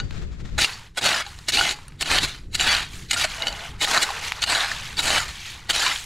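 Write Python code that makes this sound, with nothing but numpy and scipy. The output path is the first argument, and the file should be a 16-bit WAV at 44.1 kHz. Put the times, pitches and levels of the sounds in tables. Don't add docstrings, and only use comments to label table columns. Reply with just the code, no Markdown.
import sys
import numpy as np
from scipy import signal
from scipy.fft import rfft, irfft
from scipy.io import wavfile

SR = 44100
rng = np.random.default_rng(int(sys.argv[2]) if len(sys.argv) > 2 else 0)


def dump_mix(stems):
    frames = np.atleast_2d(stems).T
    limited = np.clip(frames, -1, 1)
    pcm = np.round(limited * 32767).astype(np.int16)
    wavfile.write(sys.argv[1], SR, pcm)


N = 267092
T = np.arange(N) / SR

# (time [s], length [s], time to bite [s], force midway [dB], swell from start to end [dB],
# thud of the packed bed [dB relative], coarse stones [dB relative], fine grit [dB relative],
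# spill afterwards [dB relative])
PULLS = [(0.589, 0.059, 0.012, -18, 6, -22, -15.5, -7, -18.5),
         (1.008, 0.21, 0.051, -19.5, -11.5, -20.5, -6.5, -9, -13),
         (1.517, 0.21, .020, -21, -6.5, -17, -15, -7, -20),
         (2.043, 0.14, 0.071, -18, 4, -17.5, -7.5, -9, -16),
         (2.193, .051, 0.011, -26.5, 24, -14, -13.5, -8, -17),
         (2.575, 0.13, 0.029, -19.5, 6.5, -24.5, -9.5, -9.5, -0.5),
         (3.157, 0.091, 0.017, -21.5, 8, -23.5, -9, -5.5, -18),
         (3.858, 0.12, 0.024, -22, 6.5, -15, -2.5, -5, -9),
         (4.460, 0.18, 0.037, -21, -5, -23, -4.5, -8, -3),
         (5.017, 0.17, 0.014, -21.5, 4, -20, -4.5, -4.5, -8),
         (5.724, 0.12, 0.022, -21, -1.5, -23, -9.5, -7.5, 1.5)]
# (frequency [Hz], gain [dB])
PULL_COLOUR = [(100, -23.5), (250, -17.5), (450, -11), (700, -0.5), (1000, 1), (1500, 5.5), (2300, 2.5),
               (4300, -1), (5500, -7), (7200, -8.5), (8200, -10.5), (11000, -15.5), (15500, -32.5)]
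BITE_DB = -14
STOP_S = 0.0095
SINK_COARSE_DB, SINK_FINE_DB = 7, -2
SINK_HEAVY_DB = -1
SPILL_S, SPILL_FALL_DB, SPILL_BEND = 0.098, -9, 1.64
SPILL_HEAVY_DB = -2.5

# (time [s], length [s], force [dB], first touch [dB relative],
# coarse stones [dB relative])
STABS = [(0.578, 0.013, -20.5, -31, 7), (0.971, 0.014, -23.5, -15.5, 6), (1.482, .013, -19.5, -16.5, 1),
         (2.007, .017, -22.5, -14.5, 2), (2.544, 0.0081, -18.5, -11.5, -0.5),
         (3.108, .0043, -18.5, -11, -10), (3.127, 0.018, -22, -19, 4), (3.472, 0.011, -27.5, -0.5, 4),
         (3.809, 0.04, -19.5, -11, 1.5), (4.012, 0.022, -20, -7.5, 0), (4.418, 0.019, -20, -11, -1),
         (4.98, 0.027, -23.5, -5.5, 2), (5.691, 0.016, -18, -20, 4)]
# (frequency [Hz], gain [dB])
STAB_COLOUR = [(150, -43), (250, -7.5), (483, -14), (799, -10), (1130, -15.5), (1470, -12), (2220, 1.5),
               (2470, -7), (2940, -8), (3370, -4), (3880, -2.5), (5780, -9), (7360, -6), (11400, -17.5),
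               (15800, -25.5)]
STAB_COARSE_HZ = 1910

# (frequency before detuning [Hz], time to fade by 60 dB [s], level before random change [dB])
RAKE_MODES = [(646, 0.18, -48), (799, 0.11, -13.5), (1456, 0.034, -2.5), (1756, 0.037, -4),
              (2660, 0.013, 2.5), (2898, 0.051, 1.5), (3823, 0.034, 3), (4110, 0.017, 6.5),
              (4480, 0.04, -1), (4650, 0.25, -13.5), (6280, 0.033, -9.5), (6970, 0.012, 2.5)]
# (time [s], strength [dB], pitch of the stone [Hz],
# time for its ring to fade by 60 dB [s], ring of the rake [dB relative])
KNOCKS = [(0.001, -27.5, 1473, 0.075, 12.5), (0.109, -20, 2460, 0.0017, -14),
          (0.645, -7.5, 2780, 0.038, -24), (0.733, -30.5, 4570, 0.1, -6), (1.133, -8.5, 2870, .008, -16),
          (1.147, -17, 5130, .03, -8), (1.265, -30, 810, 0.08, 9), (1.389, -19.5, 4630, 0.00082, -17),
          (1.542, -14.5, 3960, 0.007, 5), (1.572, -13, 2700, 0.023, 8.5), (1.611, -5.5, 1460, 0.034, -16),
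          (1.655, -23, 830, 0.044, 0), (1.658, -24, 2040, 0.23, -6), (1.691, -11, 4070, 0.02, 2),
          (1.710, -16, 6760, .008, 3), (1.725, -33, 840, .19, 1), (1.788, -25.5, 980, .008, -19),
          (1.882, -27.5, 9100, 0.0075, -8), (1.922, -29, 2320, 0.0029, -16), (2.027, -10.5, 2740, .009, -8),
          (2.059, -21, 4100, 0.0081, 6), (2.103, -14, 1810, .01, -4), (2.186, -7.5, 3940, .006, 4.5),
          (2.551, -16, 3800, .015, 5), (2.597, -10, 2940, 0.02, -7), (2.609, -13, 7330, 0.033, 8),
          (2.749, -7.5, 4100, 0.014, -14), (3.111, -16, 6740, 0.032, 8.5), (3.163, -20.5, 1410, 0.15, -2),
          (3.246, -13.5, 630, 0.059, -5), (3.422, -13, 3840, 0.008, -2), (3.470, -17, 2990, 0.077, 8),
          (3.481, -23, 4490, 0.078, 2), (3.527, -29.5, 6840, 0.0068, 8), (3.596, -29, 4150, .034, -11),
          (3.874, -17.5, 1830, 0.016, -1), (3.976, -7, 4030, .025, -17), (4.09, -18, 1070, 0.037, -13),
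          (4.104, -16, 815, .036, -3), (4.321, 0.5, 2470, 0.0021, -25), (4.428, -6.5, 4200, .011, -6),
          (4.439, -7.5, 2860, 0.014, -2), (4.526, -13, 980, 0.019, -18), (4.55, -10, 4060, .017, -1),
          (4.607, -11.5, 3770, .018, -12), (4.716, -12.5, 1770, 0.021, -7), (4.97, -23, 4570, 0.086, -12),
          (4.991, -9, 3870, 0.025, -4), (5.104, -17, 867, 0.011, 9.5), (5.166, -18, 880, .023, -5),
          (5.18, -20, 1800, 0.023, -13), (5.864, -16, 1020, 0.071, 7.5), (5.915, -13.5, 2020, 0.032, -22),
          (5.96, -15, 3230, .015, -9)]

# (time [s], level [dB])
ROCK_RUBS = [
    [(1.55, -35), (1.59, -22), (1.68, -32.5), (1.73, -54), (1.80, -61)],
    [(3.38, -38), (3.42, -32), (3.48, -33.5), (3.55, -44), (3.66, -37.5), (3.71, -66)],
]
# (frequency before detuning [Hz], time to fade by 60 dB [s], level before random change [dB])
ROCK_MODES = [(678, 0.044, 0), (820, 0.028, 4), (1463, 0.023, 4), (2130, 0.023, 2), (2940, 0.054, 3),
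              (4590, 0.054, -11)]

# (time [s], length [s], strength at the start [dB],
# fading [dB per s], settling stones [dB relative], fine grit [dB relative])
SLIDES = [(0.67, .20, -34, 90, -2.5, -13.5), (1.274, 0.21, -48, 29, -3, -8.5),
          (1.757, 0.2, -49.5, 50, 1, -12), (2.355, 0.22, -58.5, 87, 2.5, -6),
          (2.94, 0.098, -41, 46, -7.5, -8.5), (3.315, 0.13, -34.5, 16, -5.5, -14.5),
          (3.497, 0.17, -40.5, -14, -2, -13.5), (3.703, 0.12, -48.5, 38, 2, -25),
          (4.043, 0.15, -32, 13, -1, -14.5), (4.234, 0.051, -29.5, 15, -5, -14),
          (4.355, 0.027, -36.5, 0, -2, -16), (4.717, 0.21, -34.5, 16, -6, -13.5),
          (5.29, 0.18, -39.5, -1, -10, -13), (5.458, 0.073, -35.5, 15, -11.5, -13),
          (5.56, .11, -43.5, 60, -2, -14), (5.943, 0.11, -34.5, 43, -10.5, -8.5)]
# (frequency [Hz], gain [dB])
TRICKLE_COLOUR = [(200, -27.5), (450, -3), (620, -11.5), (820, -1.5), (1800, -2), (4200, -7), (5500, -14),
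                  (7400, -20), (8300, -24.5), (12500, -30.5), (15500, -39)]
SLIDE_START_S, SLIDE_STOP_S = 0.035, 0.05

# (time [s], level before flutter [dB])
RUSTLE_LEVEL = [(0, -45.5), (0.07, -58), (0.2, -45.5), (0.3, -57), (0.39, -51.5), (0.56, -53.5),
                (0.66, -72)]
# (frequency [Hz], gain [dB])
RUSTLE_COLOUR = [(300, -1.5), (550, -1), (900, -5.5), (1500, -1), (2600, -6), (3100, -7.5), (3700, -5.5),
                 (5500, -12.5), (7500, -13.5), (8200, -21.5), (14000, -39)]

BREEZE_DB = -45
# (time of the peak [s], half width [s], level before flutter [dB])
GUSTS = [(0.03, 0.026, -28.5), (0.21, 0.12, -32.5), (0.43, 0.046, -34.5), (0.56, 0.041, -32.5),
         (1.60, 0.047, -40), (2.10, 0.11, -35.5), (2.26, 0.032, -38.5), (2.66, 0.19, -35),
         (3.02, 0.07, -39), (3.22, 0.1, -39), (3.51, 0.1, -42.5), (3.76, 0.066, -38.5), (4.40, 0.16, -43.5),
         (4.98, 0.21, -40), (5.65, 0.22, -49)]
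# (time [s], half width [s], change [dB])
LULL = (1, 0.11, -8)
# (frequency [Hz], gain [dB])
WIND_COLOUR = [(20, -1.5), (50, -0.5), (100, -6), (160, -10), (240, -20), (400, -23.5), (800, -47),
               (2000, -82)]
# (time [s], side sound [dB relative], left minus right [dB])
BACKGROUND_WIDTH = [(0, -3, 6), (0.57, -3, 6), (0.66, -34, 0)]
TOP_HZ = 15700


def undb(db):
    return 10 ** (np.asarray(db) / 20)


def unit(x):
    return x / np.sqrt(np.mean(x ** 2))


def add(out, at, sound):
    i = int(at * SR)
    out[i:i + len(sound)] += sound[:len(out) - i]


def walk(rate):
    knots = np.arange(0, 7, 1 / rate)
    return unit(np.interp(T, knots, rng.standard_normal(len(knots))))


def colour(x, points):
    hz, db = np.transpose(points)
    size = 4096
    freq = np.maximum(np.arange(size // 2 + 1) * SR / size, 1)
    log_gain = np.log(undb(np.interp(np.log(freq), np.log(hz), db)))
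    cepstrum = irfft(log_gain)
    cepstrum[1:size // 2] *= 2
    cepstrum[size // 2 + 1:] = 0
    response = irfft(np.exp(rfft(cepstrum)))
    return signal.fftconvolve(x, response)[:N]


def split(x, hz):
    low = signal.sosfiltfilt(signal.butter(4, hz, fs=SR, output="sos"), x)
    return low, x - low


def ring(hz, t60):
    t = np.arange(int(t60 * SR) + 2) / SR
    return np.sin(2 * np.pi * hz * t) * np.exp(-np.log(1000) * t / t60)


def clicks(rate, spread_db, hardest=1.0):
    hit = rng.random(N) < rate / SR
    size = undb(spread_db * np.minimum(rng.standard_normal(N), hardest))
    return unit(hit * size * rng.choice([-1, 1], N))


def pebbles(rate, cycles, spread_db):
    out = np.zeros(N)
    draws = rng.random((int(rate * N / SR), 4))
    for when, size, force, damping in draws:
        hz = 550 * (1 + 3.6 * size) ** 2
        even = hz ** .75
        gain = even * undb(spread_db * force ** 2)
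        add(out, when * N / SR, gain * ring(hz, cycles * (.5 + damping) / hz))
    return unit(out)


def blow(modes, detune=0.018):
    out = np.zeros(SR // 2)
    for hz, t60, db in modes:
        gain = undb(db + 2 * rng.standard_normal()) * rng.choice([-1, 1])
        pitch = hz * (1 + detune * rng.uniform(-0.865, 1))
        add(out, 0, gain * ring(pitch, t60))
    return out / np.abs(out).max()


def rubbed(contacts, modes, detune, count=140):
    out = np.zeros(N)
    for part in np.array_split(np.arange(N), count):
        answer = blow(modes, detune)
        answer = answer / np.linalg.norm(answer)
        add(out, part[0] / SR, signal.fftconvolve(contacts[part], answer))
    return unit(out)


def crunch(points, pebble_db, clink_db, crack_db, rake_db, jam_db, jerk_db, jerk_hz):
    jerks = undb(jerk_db * np.clip(walk(jerk_hz), -2, 1.5))
    grit = clicks(rate=9000, spread_db=0)
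    cracks = clicks(rate=260, spread_db=5.0)
    contacts = (grit + undb(crack_db) * cracks) * jerks
    stones = pebbles(rate=2000, cycles=14.4, spread_db=17.0) * jerks
    shells = pebbles(rate=600, cycles=110, spread_db=14)
    wedged = rubbed(contacts, RAKE_MODES, detune=.22)
    head = rubbed(contacts, RAKE_MODES, detune=0.027)
    gravel = colour(contacts + undb(pebble_db) * stones + undb(clink_db) * shells, points)
    return unit(unit(gravel) + undb(jam_db) * wedged + undb(rake_db) * head)


def pulls(thud_db=1, heavy_db=-7, coarse_db=-1.04, middle_db=-2, fine_db=0, gain_db=-2.5, edge_s=0.004):
    gravel = crunch(PULL_COLOUR, pebble_db=-7.5, clink_db=-6.5, crack_db=-3.5, rake_db=-7.0,
                    jam_db=-6.5, jerk_db=1.44, jerk_hz=127.8)
    thud, rest = split(gravel, 410)
    heavy, rest = split(rest, 840)
    coarse, rest = split(rest, 1980)
    middle, fine = split(rest, 5190)
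    bands = [(thud, thud_db), (heavy, heavy_db), (coarse, coarse_db), (middle, middle_db), (fine, fine_db)]
    sizes = [undb(db) * unit(x) for x, db in bands]
    out = np.zeros(N)
    t = T[:SR]
    for at, length, bite_s, db, swell_db, bed_db, stones_db, grit_db, spill_db in PULLS:
        depth = np.minimum(t / length, 1) - .5
        stopped = np.maximum(t - length, 0)
        bite = np.minimum(t / edge_s, 1) * undb(BITE_DB * np.maximum(1 - t / bite_s, 0))
        dragging = np.exp(-stopped / STOP_S)
        spill = undb(spill_db + SPILL_FALL_DB * (stopped / SPILL_S) ** SPILL_BEND)
        force = undb(db + swell_db * depth) * bite * np.maximum(dragging, spill)

        bed, cobbles, stones, grind, grit = (np.roll(x, -int(at * SR))[:SR] for x in sizes)
        thinning = undb(SINK_HEAVY_DB * depth + SPILL_HEAVY_DB * (1 - dragging))
        deep = thinning * (undb(bed_db) * bed + undb(stones_db) * cobbles)
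        sinking_stones = undb(stones_db + SINK_COARSE_DB * depth) * stones
        fading_grit = undb(grit_db + SINK_FINE_DB * depth) * grit
        add(out, at, force * (deep + sinking_stones + grind + fading_grit))
    return undb(gain_db) * out


def stabs(rise_s=0.0041, fall_s=0.0088, touch_s=0.0087):
    gravel = crunch(STAB_COLOUR, pebble_db=-3.5, clink_db=-3.0, crack_db=-7.0, rake_db=-2.5,
                    jam_db=-6.5, jerk_db=2.5, jerk_hz=221.2)
    coarse, rest = split(gravel, STAB_COARSE_HZ)
    out = np.zeros(N)
    for at, length, db, touch_db, stones_db in STABS:
        brush = undb(touch_db) * np.exp(np.minimum(T - at, 0) / touch_s)
        crush = np.clip((T - at) / rise_s, 0, 1)
        stop = np.exp(-np.maximum(T - at - length, 0) / fall_s)
        force = undb(db) * np.maximum(brush, crush) * stop
        out += force * (undb(stones_db) * coarse + rest)
    return out


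def knocks(stone_db=-2, rake_db=-2, crack_db=-7, crack_s=0.0022):
    notes, cracks = np.zeros(N), np.zeros(N)
    t = T[:SR // 50]
    for at, db, hz, t60, steel_db in KNOCKS:
        add(notes, at, undb(db + stone_db) * ring(hz, t60))
        add(notes, at, undb(db + steel_db + rake_db) * blow(RAKE_MODES))
        edge_db = min(steel_db / 2, 0)
        crack = rng.standard_normal(len(t)) * np.exp(-t / crack_s)
        add(cracks, at, undb(db + crack_db + edge_db) * crack)
    return split(notes + colour(cracks, PULL_COLOUR), 630)[1]


def rock_rub():
    force = np.zeros(N)
    for rub in ROCK_RUBS:
        force += undb(np.interp(T, *np.transpose(rub), left=-np.inf, right=-np.inf))
    return force * rubbed(clicks(rate=590, spread_db=-1.0), ROCK_MODES, detune=0.028)


def trickle(bubble_db=0, coarse_db=-2.5, middle_db=-2, fine_db=3.0, flutter_db=0.26):
    bubbles = pebbles(rate=2400, cycles=36, spread_db=9)
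    fizz = clicks(rate=10000, spread_db=-3.5)
    coarse, rest = split(colour(fizz + undb(bubble_db) * bubbles, TRICKLE_COLOUR), 1910)
    middle, fine = split(rest, 6300)
    flow, stones, grit = np.zeros((3, N))
    for at, length, db, fade_db_per_s, stones_db, grit_db in SLIDES:
        t = np.clip(T - at, -.5, 1)
        ends = np.exp(np.minimum(t, 0) / SLIDE_START_S - np.maximum(t - length, 0) / SLIDE_STOP_S)
        slide = undb(db - fade_db_per_s * np.maximum(t, 0)) * ends
        flow = np.maximum(flow, slide)
        stones = np.maximum(stones, undb(stones_db) * slide)
        grit = np.maximum(grit, undb(grit_db) * slide)
    mix = undb(coarse_db) * stones * unit(coarse)
    mix += undb(middle_db) * flow * unit(middle)
    mix += undb(fine_db) * grit * unit(fine)
    return undb(flutter_db * walk(60)) * mix


def rustle(flutter_db=4.0, crease_db=-8):
    creases = clicks(rate=120, spread_db=4)
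    hiss = rng.standard_normal(N)
    fabric = unit(colour(hiss + undb(crease_db) * creases, RUSTLE_COLOUR))
    level_db = np.interp(T, *np.transpose(RUSTLE_LEVEL))
    return undb(level_db + flutter_db * walk(39.4)) * fabric


def wind(gust_db=1.16):
    eddies = unit(colour(rng.standard_normal(N), WIND_COLOUR))
    at, width, db = LULL
    breeze = undb(BREEZE_DB + db * np.exp(-((T - at) / width) ** 2))
    power = breeze ** 2
    for at, width, db in GUSTS:
        power += undb(db) ** 2 * np.exp(-((T - at) / width) ** 2)
    return np.sqrt(power) * undb(gust_db * walk(15)) * eddies


def background():
    s, *columns = np.transpose(BACKGROUND_WIDTH)
    side_db, lean_db = (np.interp(T, s, c) for c in columns)
    mid, side = (wind() + rustle() for _ in range(2))
    sign = np.array([[1], [-1]])
    return undb(sign * lean_db / 2) * (mid + sign * undb(side_db) * side)


def scene(treble_side_db=-3, treble_right_db=3, body_side_db=-35, lag_s=0.0041):
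    raking = pulls() + stabs() + knocks() + rock_rub() + trickle()
    delayed = signal.hilbert(np.interp(T - lag_s, T, raking, left=0))
    side = np.real(delayed * np.exp(1j * np.pi * walk(90)))
    steep = signal.butter(12, 11800, fs=SR, output="sos")
    body, body_side = signal.sosfiltfilt(steep, [raking, side])
    treble, treble_side = raking - body, side - body_side
    sign = np.array([[1], [-1]])
    top = (treble + sign * undb(treble_side_db) * treble_side) * undb(-sign * treble_right_db / 2)
    return body + sign * undb(body_side_db) * body_side + top + background()


def record(dry):
    rounded = np.tanh(1.104 * dry) / 1.028
    return signal.sosfilt(signal.ellip(10, .2, 80, TOP_HZ, fs=SR, output="sos"), rounded)


dry = scene()
out = record(dry)
dump_mix(out)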